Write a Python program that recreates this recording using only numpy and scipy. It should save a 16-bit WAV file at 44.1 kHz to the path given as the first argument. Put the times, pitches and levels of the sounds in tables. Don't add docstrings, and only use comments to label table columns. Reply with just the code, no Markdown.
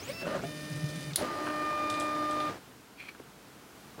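import sys
import numpy as np
from scipy import signal
from scipy.fft import rfft, irfft
from scipy.io import wavfile
from scipy.ndimage import uniform_filter1d

SR = 44100
rng = np.random.default_rng(int(sys.argv[2]) if len(sys.argv) > 2 else 0)


def int16_out(signal):
    q = np.round(np.clip(np.atleast_2d(signal).T, -1, 1) * 32767)
    wavfile.write(sys.argv[1], SR, q.astype(np.int16))


N = 176400
T = np.arange(N) / SR

# frequency in Hz, relative level in dB.
HUSH_SPECTRUM = [(30, -47), (48, -6), (92, -8.5), (140, -2), (168, -7), (197, -5), (230, -3.5), (299, -3.5),
                 (332, -7), (467, -5.5), (532, -11), (1470, -12), (1770, -15.5), (15500, -28.5)]
SCRAPE_SPECTRUM = [(300, -23), (2000, -10), (2400, 2.5), (2800, -12), (3300, -9), (3700, -22), (4250, -10),
                   (5000, -24), (16000, -36)]
KNOCK_SPECTRUM = [(40, -32), (150, -3.5), (330, 6), (600, -2.5), (1100, -8), (1800, -19), (4000, -31),
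                  (16000, -56)]
TICK_SPECTRUM = [(500, -63), (2500, -6), (3600, 10.5), (4700, 4), (6000, 2), (8500, 4), (10000, 0.5),
                 (13000, -19), (16000, -35)]
CLACK_SPECTRUM = [(200, -22), (600, -4), (1100, -3), (1600, 4), (2200, -20), (2700, -5), (4000, -29),
                  (16000, -35)]
SWITCH_SPECTRUM = [(300, -18), (2000, -14), (3000, -14), (4200, 5.5), (5300, -16), (6000, -8), (8500, -11),
                   (9300, 1.5), (10200, 6.5), (11500, -11), (16000, -7.5)]
ROLL_SPECTRUM = [(30, -41), (60, -8), (130, -1), (200, -3.5), (340, 3.5), (470, -5), (580, 2), (780, -2),
                 (1000, -3.5), (1500, -6.5), (2100, -10), (3000, -16), (5200, -18.5), (8000, -26.5),
                 (12000, -35)]
JOLT_SPECTRUM = [(30, -12), (90, -7), (170, 7.5), (260, -6), (380, 2), (470, -5), (560, 8.5), (800, -8),
                 (1500, -6), (2200, -14), (5000, -21.5), (9000, -32), (16000, -53)]
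CHATTER_SPECTRUM = [(250, -28), (500, 7), (900, -24), (1800, -4), (2500, 8), (4200, -11), (7000, -37)]
SLIDE_SPECTRUM = [(30, -32), (75, 6), (140, 5.5), (270, 8.5), (400, 2.5), (560, 3.5), (900, -10.5),
                  (1800, -4.5), (3200, -7.5), (5000, -7), (5800, -10), (8000, -14.5), (9600, -13),
                  (11000, -21), (15700, -19)]
GRIT_SPECTRUM = [(2500, -25), (4700, 3), (6500, -7), (12000, -30)]

# time in seconds, level in dB.
HUSH_LEVELS = [(0, -50.5), (2.7, -53), (2.95, -54.5), (3.3, -52.5), (4, -51.5)]
ROLL_LEVELS = [(1.17, -51), (1.19, -35), (1.225, -35.5), (1.28, -38.5), (1.38, -39.5), (1.455, -39.5),
               (1.475, -38.5), (1.53, -40.5), (2.5, -40), (2.54, -43.5), (2.59, -52.5)]
JOLT_LEVELS = [(0.205, -58), (0.228, -37), (0.245, -41), (0.272, -34), (0.32, -36.5), (0.355, -35),
               (0.385, -35.5), (0.42, -48), (0.442, -40), (0.458, -49)]
SHUDDER_LEVELS = [(0.45, -49), (0.522, -56), (0.624, -50), (0.66, -61), (0.686, -45), (0.78, -37.5),
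                  (0.806, -61), (0.842, -27), (0.9, -56), (0.978, -33), (1.002, -56), (1.134, -35),
                  (1.155, -52)]
BED_SECOND_LEVELS = [(.25, -46), (.33, -42), (1.2, -35), (1.29, -41.5), (1.53, -39.5), (1.63, -34),
                     (2.05, -36), (2.28, -34), (2.46, -34.5), (2.54, -46)]
BED_SWELLS = { .5: [(.25, -50), (1.31, -53), (1.42, -44), (1.62, -42), (1.77, -55), (1.87, -41.5),
              (2.5, -42.5)], 1: [(1.35, -50), (1.55, -43), (2.5, -44.5)], 3: [(.25, -42), (.3, -57),
              (.36, -42), (1.2, -58.5), (1.45, -50), (1.55, -44.5), (1.69, -45.5), (1.8, -52), (2, -49),
              (2.5, -51.5)], 4: [(1.45, -59), (1.65, -49), (1.97, -44), (2.09, -48), (2.2, -60.5),
              (2.41, -52), (2.5, -53)], 6: [(1.65, -66), (1.8, -58), (2.5, -56)], 16: [(.25, -66),
              (1.3, -69), (1.52, -63), (1.7, -72), (2.5, -68)]}

# time of the peak in seconds, half length in seconds, level in dB.
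SCRAPES = [(3.014, 0.029, -46), (3.07, 0.019, -51), (3.093, 0.01, -46.5)]
# start in seconds, level in dB, decay in seconds, tilt in dB per octave.
KNOCKS = [(3.112, -52, 0.0037, 3), (3.192, -50, 0.0044, 4), (3.198, -35.5, 0.006, -1),
          (3.98, -41.5, 0.024, -3), (3.992, -40.5, 0.018, 1)]
# start in seconds, level in dB, tilt in dB per octave.
TICKS = [(0.6988, -47, 4), (0.759, -43, 0), (0.889, -42, -1), (0.958, -40.5, 1.5), (0.9923, -49, -5),
         (1.008, -43, 2), (1.134, -37, -10.5), (1.9, -31.5, 0), (1.9406, -35, -10), (1.9989, -33.5, 7),
         (2.007, -37.5, -12), (2.31, -39.5, -1.5), (2.402, -29, -17)]
# start in seconds, level in dB.
CLACKS = [(0.213, -42), (0.389, -41), (1.187, -46), (1.468, -31.5), (1.499, -37), (3.147, -49)]
SWITCH_SNAPS = [(1.1587, -16.5), (1.1596, -20)]
# frequency in Hz, bandwidth in Hz, level in dB, decay in seconds.
SWITCH_MODES = [(4140, 800, -35.5, 0.022), (9000, 390, -41, 0.0078), (10100, 530, -45, 0.029)]
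# start in seconds, level in dB, pitch ratio.
CLUNKS = [(.268, -32.5, 1.02), (.297, -38.5, .9), (.341, -39, 1.1), (.352, -37, 1.02), (.429, -37.5, .7),
          (.437, -35.5, 1.2), (1.213, -31, 1.05), (1.228, -33.5, .9), (2.497, -39, .8)]
# frequency in Hz at pitch ratio 1, relative level in dB, decay in seconds.
PLATE_MODES = [(237, -9, 0.05), (399.6, -14, 0.017), (570, 0.5, 0.015), (678, -13, 0.015)]

# time in seconds, step rate in Hz (until held at the top), gain in dB.
LIFT_RAMP = [(0, 307.4, -1.5), (0.05, 431.6, -1.5), (0.101, 544, 3), (0.136, 659.5, -0.5), (.17, 665, -2.5),
             (.217, 665, 1.5), (0.226, 672, -4), (0.26, 654, -25)]
# start in seconds, stop in seconds, gain in dB.
HEAD_MOVES = [(.393, 1.16, 1)]
BED_MOVES = [(.218, .402, 0.83), (1.172, 2.54, 1.07)]
# multiple of the step rate, base level in dB.
LIFT_PARTIALS = [(.25, -56), (1, -56), (2, -56), (3, -56), (4, -60), (6, -60), (7, -62.5), (8, -61.5),
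                 (10, -68)]
HEAD_PARTIALS = [(.25, -51), (.5, -52), (1, -54.5), (2, -61), (3, -52), (4, -60), (5, -62), (6, -59.5),
                 (8, -69), (10, -67), (15, -72), (15.75, -69), (16, -71), (16.25, -69), (17, -75)]
BED_PARTIALS = [(1.5, -60), (5, -60.5), (7, -64.5), (8, -63.5)]
# centre in Hz, width in Hz, boost in dB.
LIFT_RESONANCES = [(553, 72, 18), (2250, 300, 8), (4670, 160, 7), (5230, 290, 17)]
HEAD_RESONANCES = [(2270, 170, 14), (4300, 500, 9)]

START_HZ, CRUISE_HZ, LIFT_TOP_HZ, RAMP_HZ_PER_S = 110, 603.8, 667, 9000
MICROSTEPS, WHISTLE_DB = 16, -59
TICK_DECAY_S = 0.0033


def undb(db):
    return 10 ** (np.asarray(db) / 20)


def unit(x):
    return x / np.sqrt(np.mean(x ** 2) + 1e-20)


def envelope(rows):
    return undb(np.interp(T, *np.array(rows).T, left=-np.inf, right=-np.inf))


def wander(rate_hz):
    hold = int(SR / rate_hz)
    steps = np.repeat(rng.standard_normal(N // hold + 2), hold)
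    return unit(uniform_filter1d(uniform_filter1d(steps, hold), hold)[:N])


def colour(x, spectrum, tilt_db=0):
    hz, db = np.array(spectrum).T
    octave = np.log2(np.maximum(np.fft.rfftfreq(N, 1 / SR), hz[0]))
    gain = unit(undb(np.interp(octave, np.log2(hz), db) + tilt_db * octave))
    cepstrum = irfft(np.log(gain), N)
    cepstrum[1:N // 2] *= 2
    cepstrum[N // 2 + 1:] = 0
    response = irfft(np.exp(rfft(cepstrum)), N)[:N // 20]
    return signal.fftconvolve(x, response)[:N]


def resonator(x, hz, width_hz):
    return signal.lfilter(*signal.iirpeak(hz, hz / width_hz, SR), x)


def burst(start_s, decay_s):
    return rng.standard_normal(N) * (T >= start_s) * np.exp(-np.abs(T - start_s) / decay_s)


def grains(per_s, spread_db):
    impacts = (rng.random(N) < per_s / SR) * rng.standard_normal(N)
    return unit(impacts * undb(spread_db * rng.standard_normal(N)))


def tone(hz):
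    return np.sqrt(2) * np.sin(2 * np.pi * (np.cumsum(hz) / SR + rng.random()))


def hush():
    noise = colour(rng.standard_normal(N), HUSH_SPECTRUM) * undb(0.64 * wander(5.32))
    hum = undb(-68 + 2 * wander(5.4)) * tone(hz=191.4 * (1 + 0.0061 * wander(7.68)))
    return envelope(HUSH_LEVELS) * noise + hum


def reverberation(x, t60_s=0.19, gap_s=0.0029):
    tail = burst(gap_s, t60_s / np.log(1000))
    return signal.fftconvolve(x, unit(tail) / np.sqrt(N))[:N]


def handling():
    knocks = sum(undb(db) * colour(burst(start, decay), KNOCK_SPECTRUM, tilt)
                 for start, db, decay, tilt in KNOCKS)
    rubbing = sum(undb(db) * np.exp(-((T - peak) / half) ** 2) for peak, half, db in SCRAPES)
    return knocks + rubbing * colour(grains(3400, 1.6), SCRAPE_SPECTRUM)


def ticks():
    out = np.zeros(N)
    for start, db, tilt in TICKS:
        impact = burst(start, TICK_DECAY_S) + undb(-13) * burst(start, decay_s=0.042)
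        out += undb(db) * colour(impact, TICK_SPECTRUM, tilt)
    return out


def clacks():
    return colour(sum(undb(db) * burst(start, decay_s=0.0085) for start, db in CLACKS), CLACK_SPECTRUM)


def plate_clunks():
    out = np.zeros(N)
    for start, level, pitch in CLUNKS:
        onset = int(start * SR)
        age = T[:N - onset]
        for hz, db, decay in PLATE_MODES:
            mode = np.sqrt(2) * np.sin(2 * np.pi * hz * pitch * age)
            out[onset:] += undb(level + db) * mode * np.exp(-age / decay)
    return out


def end_switch():
    snaps = sum(undb(db) * burst(start, decay_s=0.0023) for start, db in SWITCH_SNAPS)
    out = colour(snaps, SWITCH_SPECTRUM)
    for hz, width, db, decay in SWITCH_MODES:
        makeup = np.sqrt(SR / np.pi / width)
        out += undb(db) * makeup * resonator(burst(SWITCH_SNAPS[0][0], decay), hz, width)
    return out


def bearings():
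    balls = unit(grains(2500, 1.0) + 0.8 * rng.standard_normal(N))
    rolling = envelope(ROLL_LEVELS) * colour(balls, ROLL_SPECTRUM)
    return rolling + envelope(JOLT_LEVELS) * colour(balls, JOLT_SPECTRUM)


def carriage_shudder():
    vibration = tone(hz=156 * (1 + .1 * wander(59.9)))
    return envelope(SHUDDER_LEVELS) * vibration * undb(1.5 * wander(51.6))


def travel(moves, fade_s=0.0036):
    step_hz, gain = np.full(N, float(START_HZ)), np.zeros(N)
    for start, stop, db in moves:
        inside_s = np.minimum(T - start, stop - T)
        step_hz = np.maximum(step_hz, np.minimum(START_HZ + RAMP_HZ_PER_S * inside_s, CRUISE_HZ))
        gain += undb(db) * np.clip(inside_s / fade_s, 0, 1)
    return step_hz, gain


def stepper(step_hz, partials, resonances=(), flutter=.00025, wander_db=1.6):
    phase = 2 * np.pi * np.cumsum(step_hz * (1 + flutter * wander(25.01))) / SR
    out = np.zeros(N)
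    for multiple, db in partials:
        boost_db = sum(peak_db / (1 + (2 * (multiple * step_hz - centre) / width) ** 2)
                       for centre, width, peak_db in resonances)
        gain = undb(db + wander_db * wander(5) + boost_db)
        out += gain * np.sqrt(2) * np.sin(multiple * phase + 2 * np.pi * rng.random())
    return out


def whistle(step_hz, centre_hz=5930, width_octaves=0.54):
    micro_hz = MICROSTEPS * step_hz
    response = np.exp(-(np.log2(micro_hz / centre_hz) / width_octaves) ** 2)
    return response * tone(micro_hz * (1 + 0.006 * wander(370))) * undb(3.2 * wander(149.4))


def lift_motor():
    times, rates, levels = np.array(LIFT_RAMP).T
    gain = envelope(np.c_[times, levels])
    ramp_hz = np.minimum(np.interp(T, times, rates), LIFT_TOP_HZ)
    step_hz = np.where(T < times[3], ramp_hz, LIFT_TOP_HZ)
    winding = np.clip((LIFT_TOP_HZ - step_hz) / 60, 0, 1)
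    lines = stepper(step_hz * (1 + 0.018 * winding * wander(196.6)), LIFT_PARTIALS, LIFT_RESONANCES)
    lines *= 1 + 0.26 * winding * wander(255.3)
    chatter = undb(-50) * winding * step_hz / LIFT_TOP_HZ * colour(grains(1700, 1), CHATTER_SPECTRUM)
    slide = undb(-47.5) * colour(rng.standard_normal(N), SLIDE_SPECTRUM)
    sizzle = undb(-59) * unit(resonator(rng.standard_normal(N), hz=15500, width_hz=350))
    squeal = undb(-41.5) * resonator(gain * tone(4 * step_hz), hz=2667, width_hz=12)
    return gain * (lines + undb(-48) * whistle(step_hz) + chatter + slide + sizzle) + squeal


def head_motor(standstill_db=-14):
    step_hz, gain = travel(HEAD_MOVES)
    speed = step_hz / CRUISE_HZ
    lines = stepper(step_hz * (1 + .25 * (1 - speed) * wander(300)), HEAD_PARTIALS, HEAD_RESONANCES)
    lines *= undb(standstill_db * (1 - speed))
    grit = unit(signal.fftconvolve(grains(110, 1.1), burst(0, TICK_DECAY_S))[:N])
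    slide = undb(-48) * colour(grains(9000, 3.4), SLIDE_SPECTRUM)
    slide += undb(-60) * colour(grit, GRIT_SPECTRUM)
    return gain * (lines + speed * slide + undb(WHISTLE_DB) * whistle(step_hz))


def bed_motor():
    step_hz, gain = travel(BED_MOVES)
    speed = step_hz / CRUISE_HZ
    second = gain * envelope(BED_SECOND_LEVELS) * tone(2 * step_hz)
    frame = resonator(second, 2 * CRUISE_HZ, width_hz=12) * undb(.5 * wander(25.1))
    lines = stepper(step_hz, BED_PARTIALS)
    for multiple, levels in BED_SWELLS.items():
        lines += envelope(levels) * tone(multiple * step_hz) * undb(.5 * wander(20))
    return frame + gain * speed * (speed * lines + undb(WHISTLE_DB) * whistle(step_hz))


def scene():
    axes = lift_motor() + head_motor() + carriage_shudder() + bed_motor() + bearings() + clacks()
    impacts = ticks() + end_switch() + plate_clunks() + handling()
    room = undb(-22) * reverberation(axes) + undb(-9.5) * reverberation(impacts)
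    return (axes + impacts + room + hush())[None]


def record(dry, low_hz=48, top_hz=15850):
    thinned = signal.sosfilt(signal.butter(3, low_hz, "high", fs=SR, output="sos"), dry)
    return signal.sosfilt(signal.ellip(10, .2, 80, top_hz, fs=SR, output="sos"), thinned)


dry = scene()
out = record(dry)
int16_out(out)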